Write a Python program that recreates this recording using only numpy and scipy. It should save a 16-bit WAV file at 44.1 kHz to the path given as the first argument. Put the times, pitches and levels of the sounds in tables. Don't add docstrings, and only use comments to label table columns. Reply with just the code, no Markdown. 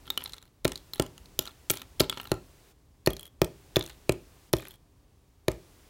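import sys
import numpy as np
from scipy import signal
from scipy.fft import rfft, irfft, next_fast_len
from scipy.io import wavfile
from scipy.ndimage import uniform_filter1d

SR = 44100
rng = np.random.default_rng(int(sys.argv[2]) if len(sys.argv) > 2 else 0)


def master_out(mix):
    frames = np.transpose(np.atleast_2d(mix))
    ceiling = np.clip(frames, -1, 1)
    pcm = np.round(ceiling * 32767).astype(np.int16)
    wavfile.write(sys.argv[1], SR, pcm)


N = 260145

# (Hz, dB, t60 s, polarity at the microphone)
DESK = [(49.7, -31.5, 0.24, 1), (70.4, -26.5, 0.13, -1), (108.7, -23, 0.106, -1), (164, -19, 0.047, 1),
        (240, -15, 0.019, 1), (323.2, -17.5, 0.06, 1), (379.5, -27, 0.13, -1), (394, -17.5, 0.061, -1),
        (450, -6, 0.011, -1), (615, -8, 0.014, -1), (641, -8.5, 0.022, 1), (805, -14.5, 0.0055, 1)]
# (Hz, dB, t60 s)
REED = [(3390, -18.5, 0.029), (3820, -21.5, 0.017), (4120, -14.5, 0.019)]
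# (start s, end s, dB)
SKITTERS = [(.055, 0.18, -63), (0.19, 0.381, -59), (0.403, 0.484, -72), (0.68, 0.805, -65), (0.944, 0.988, -56.5), (1.406, 1.517, -56), (1.72, 1.833, -54), (2.015, 2.047, -47), (2.104, 2.322, -56), (3.781, 3.955, -58.5), (4.549, 4.718, -62)]
# (Hz, dB)
ROCKING = [(400, -5), (900, -8), (1400, -2.5), (1700, -8), (2400, -9), (3400, 6.5), (4250, 4), (5000, -21), (8000, -11.5), (11000, -16.5), (16000, -12)]
HISS = [(180, -42.5), (300, -11.5), (348, 3), (486, -2.5), (574, -4), (1080, -7), (6200, -11), (12900, -15), (16000, -12.5)]  # (Hz, dB)
RUMBLE = [(15, -37.5), (25, -7.5), (64, -1.5), (183, -14), (216, -20), (284, -13), (374, -22.5), (405, -16.5), (440, -24.5),
          (1200, -30.5), (1560, -60), (2640, -120)]
ROOM_DECAY = [(100, 0.39), (400, 0.3), (1200, 0.17), (4000, 0.29), (14000, 0.13)]  # (Hz, t60 s)
ROOM_COLOUR = [(60, -4), (200, 3), (400, -1), (900, 6.5), (1350, 2.5), (1650, 2.5), (2600, 0), (3800, -8), (5200, -4.5), (8000, -4.5), (11000, -7), (15000, 0)]  # (Hz, dB)
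BANDS = [(800, 2400), (2400, 5000), (5000, 7600), (9200, 15600)]
TOP_HZ = 16200
# (Hz, dB at the first spot, dB at the second spot, t60 s)
TOP_MODES = [(266, -8, -19, 0.13), (387, -8, -10.5, 0.14), (560, -10.5, -13, 0.022), (862, -11, -16, 0.05), (1028, -11, -19, .03),
             (1230, -15.5, -8.5, .025), (1340, -2, -22, 0.03), (1826, -13, -12.5, 0.024), (2366, -19.5, -11.5, 0.0053)]
# (s, thump dB, crack dB, cane pitch Hz, treble dB, tool's rebound after s, rebound dB)
JABS = [(0.6515, -4.5, -19, 3026, -5, 0.027, -32.5), (0.9973, -3.5, -22, 3020, 1, 0.025, -34.5), (1.3907, -16, -17.5, 3080, 4, 0.032, -45),
        (1.7031, -12.5, -19, 2520, 2.5, .037, -41.5), (2.0047, -2, -12, 4140, -5, 0.0093, -33.5), (2.3168, -4, -24.5, 3870, 1, 0.024, -49),
        (3.073, -0.55, -25, 2606, 2, 0.03, -43), (3.417, -1.2, -21.5, 4370, 1.5, 0.028, -35), (3.7664, -2, -24.5, 2420, 3, .027, -37.5),
        (4.0935, -1.1, -20.5, 2520, -2, 0.028, -37), (4.5353, -1, -20, 3360, -3, .0315, -40.5), (5.4821, -3, -21.5, 4280, -3, 0.034, -43)]
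# (s, level dB, cane pitch Hz, treble dB)
TAPS = [(0.103, -19, 3730, -6.5), (0.1757, -18.5, 3020, -7.5), (0.6475, -23, 3723, -2), (0.9352, -29, 3990, -2),
        (1.699, -20.5, 3290, 4), (1.9977, -21.5, 3220, -5), (2.0011, -20, 4110, 1.5), (2.0969, -18, 3400, -7.5),
        (3.062, -22.5, 4370, -2), (3.7592, -15, 3500, -11), (4.5307, -28.5, 3460, 10)]
# (s, level dB, cane pitch Hz, treble dB)
HOPS = [(0.0772, -39, 3340, -22), (0.207, -38, 3100, -17), (0.221, -35, 3000, -26), (0.2589, -28, 3980, -23), 
        (0.2778, -48, 4170, -4), (0.2953, -46.5, 4030, -3), (0.322, -48, 4150, 1), (0.3343, -33, 3970, -9),
        (0.3815, -39, 3720, -11), (0.719, -29, 3390, -5), (0.757, -31.5, 4110, -7), (0.776, -41, 4160, -4.5),
        (1.0636, -44, 3170, 0), (1.1791, -46.5, 3030, 0), (1.2576, -48, 4180, -4), (1.455, -39, 3200, -2),
        (1.475, -32, 3820, -13.5), (1.7715, -32, 3500, -4), (1.8174, -34.5, 3610, -9), (2.126, -30.5, 2815, -30),
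        (2.174, -31, 2900, -12), (2.1992, -31, 2820, -31), (2.2535, -38.5, 2897, -26), (3.167, -36.5, 3900, -4.5),
        (3.8098, -25.5, 3680, -22), (3.8252, -34.5, 3750, -6), (3.8625, -42, 3670, 3), (3.9003, -40.5, 2586, -8),
        (4.5988, -45, 2450, -20), (4.6268, -45, 2440, -18), (4.6535, -45, 2420, -13), (4.6723, -47.5, 2464, -3)]
# (s, level dB)
ROLLS = [(3.1056, -36), (3.133, -36), (3.1949, -39), (3.209, -43), (3.2301, -39.5), (3.2547, -42.5),
         (3.2664, -47), (3.2769, -49.5), (4.5852, -41.5), (4.7092, -44), (4.7173, -50), (4.7399, -50), (4.757, -58)]
# (hollow dB, edge dB, sparkle dB, glint Hz)
JAB_COLOUR, REBOUND_COLOUR, TAP_COLOUR = (-2.2, -4.5, -2, 10199), (-3, -1.5, 5, 9200.5), (-12, -6.5, 0, 10799.5)
HOP_COLOUR, ROLL_COLOUR = (-5.5, 0, -1.5, 10501), (-12, -15.5, 1.5, 13900)
REBOUND_FREEDOM, TAP_FREEDOM, HOP_FREEDOM, ROLL_FREEDOM = 0.31, 0.83, 0.63, 0.89
FREE_HZ = 3290
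HOLLOW_DB_PER_OCTAVE = 24.5
BOUNCE_GAP_S, BOUNCE_DB, BOUNCE_COLOUR = .014, 7.5, (1.5, -7.5, 1.5, 11200)
# (start s, end s)
HISS_RAISED = [(0, .39), (.645, 2.725), (3.06, 3.28), (3.415, 4.5), (4.53, 4.76), (5.48, 6)]
# (s, level dB, pitch Hz)
TICKS = [(0.2392, -29, 11400), (0.9465, -39, 11000), (1.7085, -20, 11500), (1.714, -17, 13500), (1.7547, -37.5, 10000),
         (2.2131, -37, 13500), (2.242, -42, 13500), (4.605, -43, 12000), (4.6835, -37, 12500)]
JAB_HOLLOW_DB = -16.5
MOVED_S = 2.7
RUMBLE_LEVEL = [(0.1, -58), (0.54, -65.5), (1.27, -57), (1.48, -63.5), (2.3, -57), (2.72, -65.5), (3.62, -60),
                (5.43, -66), (5.66, -61.5), (5.8, -63)]
RUMBLE_DB = None
HISS_LOW_DB, HISS_HIGH_DB = -71.5, -61.5
JAB_FREEDOM = 0.18


def amp(db):
    return 10 ** (np.asarray(db) / 20)


def unit(x):
    return x / np.sqrt(np.mean(x ** 2) + 1e-20)


def burst(x):
    return x * np.sqrt(SR / 1000 / (np.sum(x ** 2) + 1e-20))


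def along(points, hz):
    f, v = np.transpose(points)
    return np.interp(np.log(hz + 1), np.log(f + 1), v)


def fade(t, t60):
    return np.exp(-np.log(1000) * t / t60)


def add(track, s, sound):
    part = track[max(round(s * SR), 0):][:len(sound)]
    part += sound[:len(part)]


def filtered(x, gain):
    size = next_fast_len(N + SR // 2)
    return irfft(rfft(x, size) * gain(np.fft.rfftfreq(size, 1 / SR)), size)[:N]


def coloured(x, spectrum):
    return unit(filtered(x, lambda hz: amp(along(spectrum, hz))))


def in_room(sound, wet_db, delay=0.0055, build=0.0047):
    hz, t, z = signal.stft(rng.standard_normal(SR // 3), SR, nperseg=256)
    z = z * fade(t, along(ROOM_DECAY, hz)[:, None]) * amp(along(ROOM_COLOUR, hz))[:, None]
    tail = signal.istft(z * (1 - np.exp(-t / build)), SR, nperseg=256)[1]
    response = np.pad(amp(wet_db) * tail / np.linalg.norm(tail), (round(delay * SR), 0))
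    response[0] += 1
    return signal.fftconvolve(sound, response)


def desk(level_db=0, contact=0.00046, lag=0.00045, scatter_db=1, top_db=-15, wet_db=-20):
    track, t = np.zeros(N), np.arange(SR // 2) / SR
    for s, db, *_ in JABS:
        thump = sum(np.sign(polarity) * amp(level + rng.normal(0, scatter_db)) * np.sin(2 * np.pi * hz * t) * fade(t, t60)
                    for hz, level, t60, polarity in DESK)
        push = thump * (1 - np.exp(-t / contact))
        add(track, s + lag, in_room(amp(db + level_db) * (push + amp(top_db) * ring(top_modes(s), t, scatter_db=2, detune=.006)), wet_db))
    return track




def skitter(rate=170, spread_db=4, tick_t60=0.016, dying_db=-7):
    track, t = np.zeros(N), np.arange(SR // 40) / SR
    for start, end, db in SKITTERS:
        size = max(round((end - start) * SR), len(t))
        ticks = (rng.random(N) < rate / SR)[:size] * amp(spread_db * rng.standard_normal(N)[:size])
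        envelope = signal.fftconvolve(ticks, fade(t, tick_t60))[:size] * amp(np.linspace(0, dying_db, size))
        add(track, start, amp(db) * unit(envelope))
    return in_room(track * coloured(rng.standard_normal(N), ROCKING), wet_db=-19.5)[:N]


def background(rumble_db=3):
    t = np.arange(N) / SR
    raised = sum((t >= start) & (t < end) for start, end in HISS_RAISED)
    hiss_db = uniform_filter1d(np.where(raised, float(HISS_HIGH_DB), HISS_LOW_DB), size=500)
    hiss = amp(hiss_db) * coloured(rng.standard_normal(N), HISS)
    rumble = amp(np.interp(t, *np.transpose(RUMBLE_LEVEL)) + rumble_db) * coloured(rng.standard_normal(N), RUMBLE)
    return hiss + rumble


def ring(modes, t, scatter_db=3.5, detune=0.012):
    return sum(amp(db + rng.normal(0, scatter_db)) * burst(np.sin(2 * np.pi * hz * rng.normal(1, detune) * t) * fade(t, t60))
               for hz, db, t60 in modes)


def crack(band, t, t60):
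    sos = signal.butter(3, np.clip(band, 50, SR / 2 - 50), "bandpass", fs=SR, output="sos")
    return burst(signal.sosfilt(sos, rng.standard_normal(len(t)) * fade(t, t60)))


def cane(hz, freedom, t, pinned_t60=0.0068, free_t60=0.047, width=0.11, crack_t60=0.0099):
    free = np.clip(freedom, 0, 1)
    hang = free ** 4
    pitch = burst(np.sin(2 * np.pi * hz * t) * fade(t, pinned_t60 + hang * free_t60))
    clack = crack([hz / (1 + width), hz * (1 + width)], t, crack_t60)
    return free * pitch + np.sqrt(2 * free * (1 - free)) * clack + (1 - free) * crack(BANDS[1], t, crack_t60)


def contact(s, db, hz, freedom, colour, treble_db=0, rap_db=0, hollow_t60=0.021, edge_t60=0.012, sparkle_t60=0.01, thud_db=-3, wood_db=-4, wet_db=-18):
    t = np.arange(SR // 12) / SR
    hollow_db, edge_db, sparkle_db, glint_hz = colour
    wood = amp(hollow_db + rap_db) * (amp(thud_db) * crack(BANDS[0], t, hollow_t60) + amp(wood_db) * ring(top_modes(s), t))
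    snap = amp(edge_db) * crack(BANDS[2], t, edge_t60) + amp(sparkle_db) * sparkle(glint_hz, t, sparkle_t60)
    return in_room(amp(db) * (cane(hz, freedom, t) + ring(REED, t) + wood + amp(treble_db) * snap), wet_db)


def tool():
    track = np.zeros(N)
    for s, thump_db, db, hz, treble_db, rebound_s, rebound_db in JABS:
        add(track, s, contact(s, db, hz, JAB_FREEDOM, JAB_COLOUR, treble_db, thump_db + JAB_HOLLOW_DB - db))
        add(track, s + rebound_s, contact(s, rebound_db, FREE_HZ, REBOUND_FREEDOM, REBOUND_COLOUR))
    for s, db, hz, treble_db in TAPS:
        add(track, s, contact(s, db, hz, TAP_FREEDOM, TAP_COLOUR, treble_db))
    return track


def loose_reed():
    track = np.zeros(N)
    for s, db, hz, treble_db in HOPS:
        flat_db = HOLLOW_DB_PER_OCTAVE * np.log2(FREE_HZ / hz)
        add(track, s, contact(s, db, hz, HOP_FREEDOM, HOP_COLOUR, treble_db, flat_db))
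    for s, db in ROLLS:
        add(track, s, contact(s, db, FREE_HZ, ROLL_FREEDOM, ROLL_COLOUR))
    return track


def bounces(uneven=.3, spread_db=6.0, dying_db=-5, low_hz=2800, high_hz=4200):
    track = np.zeros(N)
    for start, end, db in SKITTERS:
        draws = rng.standard_normal((40, 3))
        times = start + np.cumsum(BOUNCE_GAP_S * np.exp(uneven * draws[:, 0]))
        for s, (_, size, spot) in zip(times[times < end], draws):
            level = db + BOUNCE_DB + spread_db * size + dying_db * (s - start) / (end - start)
            add(track, s, contact(s, level, np.interp(spot, [-1, 1], [low_hz, high_hz]), HOP_FREEDOM, BOUNCE_COLOUR))
    return track


def top_modes(s):
    return [(hz, first_db if s < MOVED_S else second_db, t60) for hz, first_db, second_db, t60 in TOP_MODES]


def sparkle(glint_hz, t, t60, glint_db=0, width=0.091, scatter=0.2):
    hz = glint_hz * np.exp(scatter * rng.standard_normal())
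    return burst(crack(BANDS[3], t, t60) + amp(glint_db) * crack([hz / (1 + width), hz * (1 + width)], t, t60))


def wire_ticks(width=.13, t60=.012, spray_db=-12, wet_db=-15):
    track, t = np.zeros(N), np.arange(SR // 30) / SR
    for s, db, hz in TICKS:
        tick = crack([hz / (1 + width), hz * (1 + width)], t, t60) + amp(spray_db) * crack([BANDS[1][0], TOP_HZ], t, t60)
        add(track, s, in_room(amp(db) * tick, wet_db))
    return track


def scene():
    return (background() + desk() + tool() + wire_ticks() + loose_reed() + skitter() + bounces())[None]


def record(dry):
    low_cut = lambda hz: 1 - 1 / (1 + (hz / 25) ** 8)
    softening = lambda hz: amp(along([(11000, 0), (14000, -1.5)], hz))
    return filtered(dry[0], lambda hz: low_cut(hz) * softening(hz) / (1 + (hz / TOP_HZ) ** 160))[None]


dry = scene()
out = record(dry)
master_out(out)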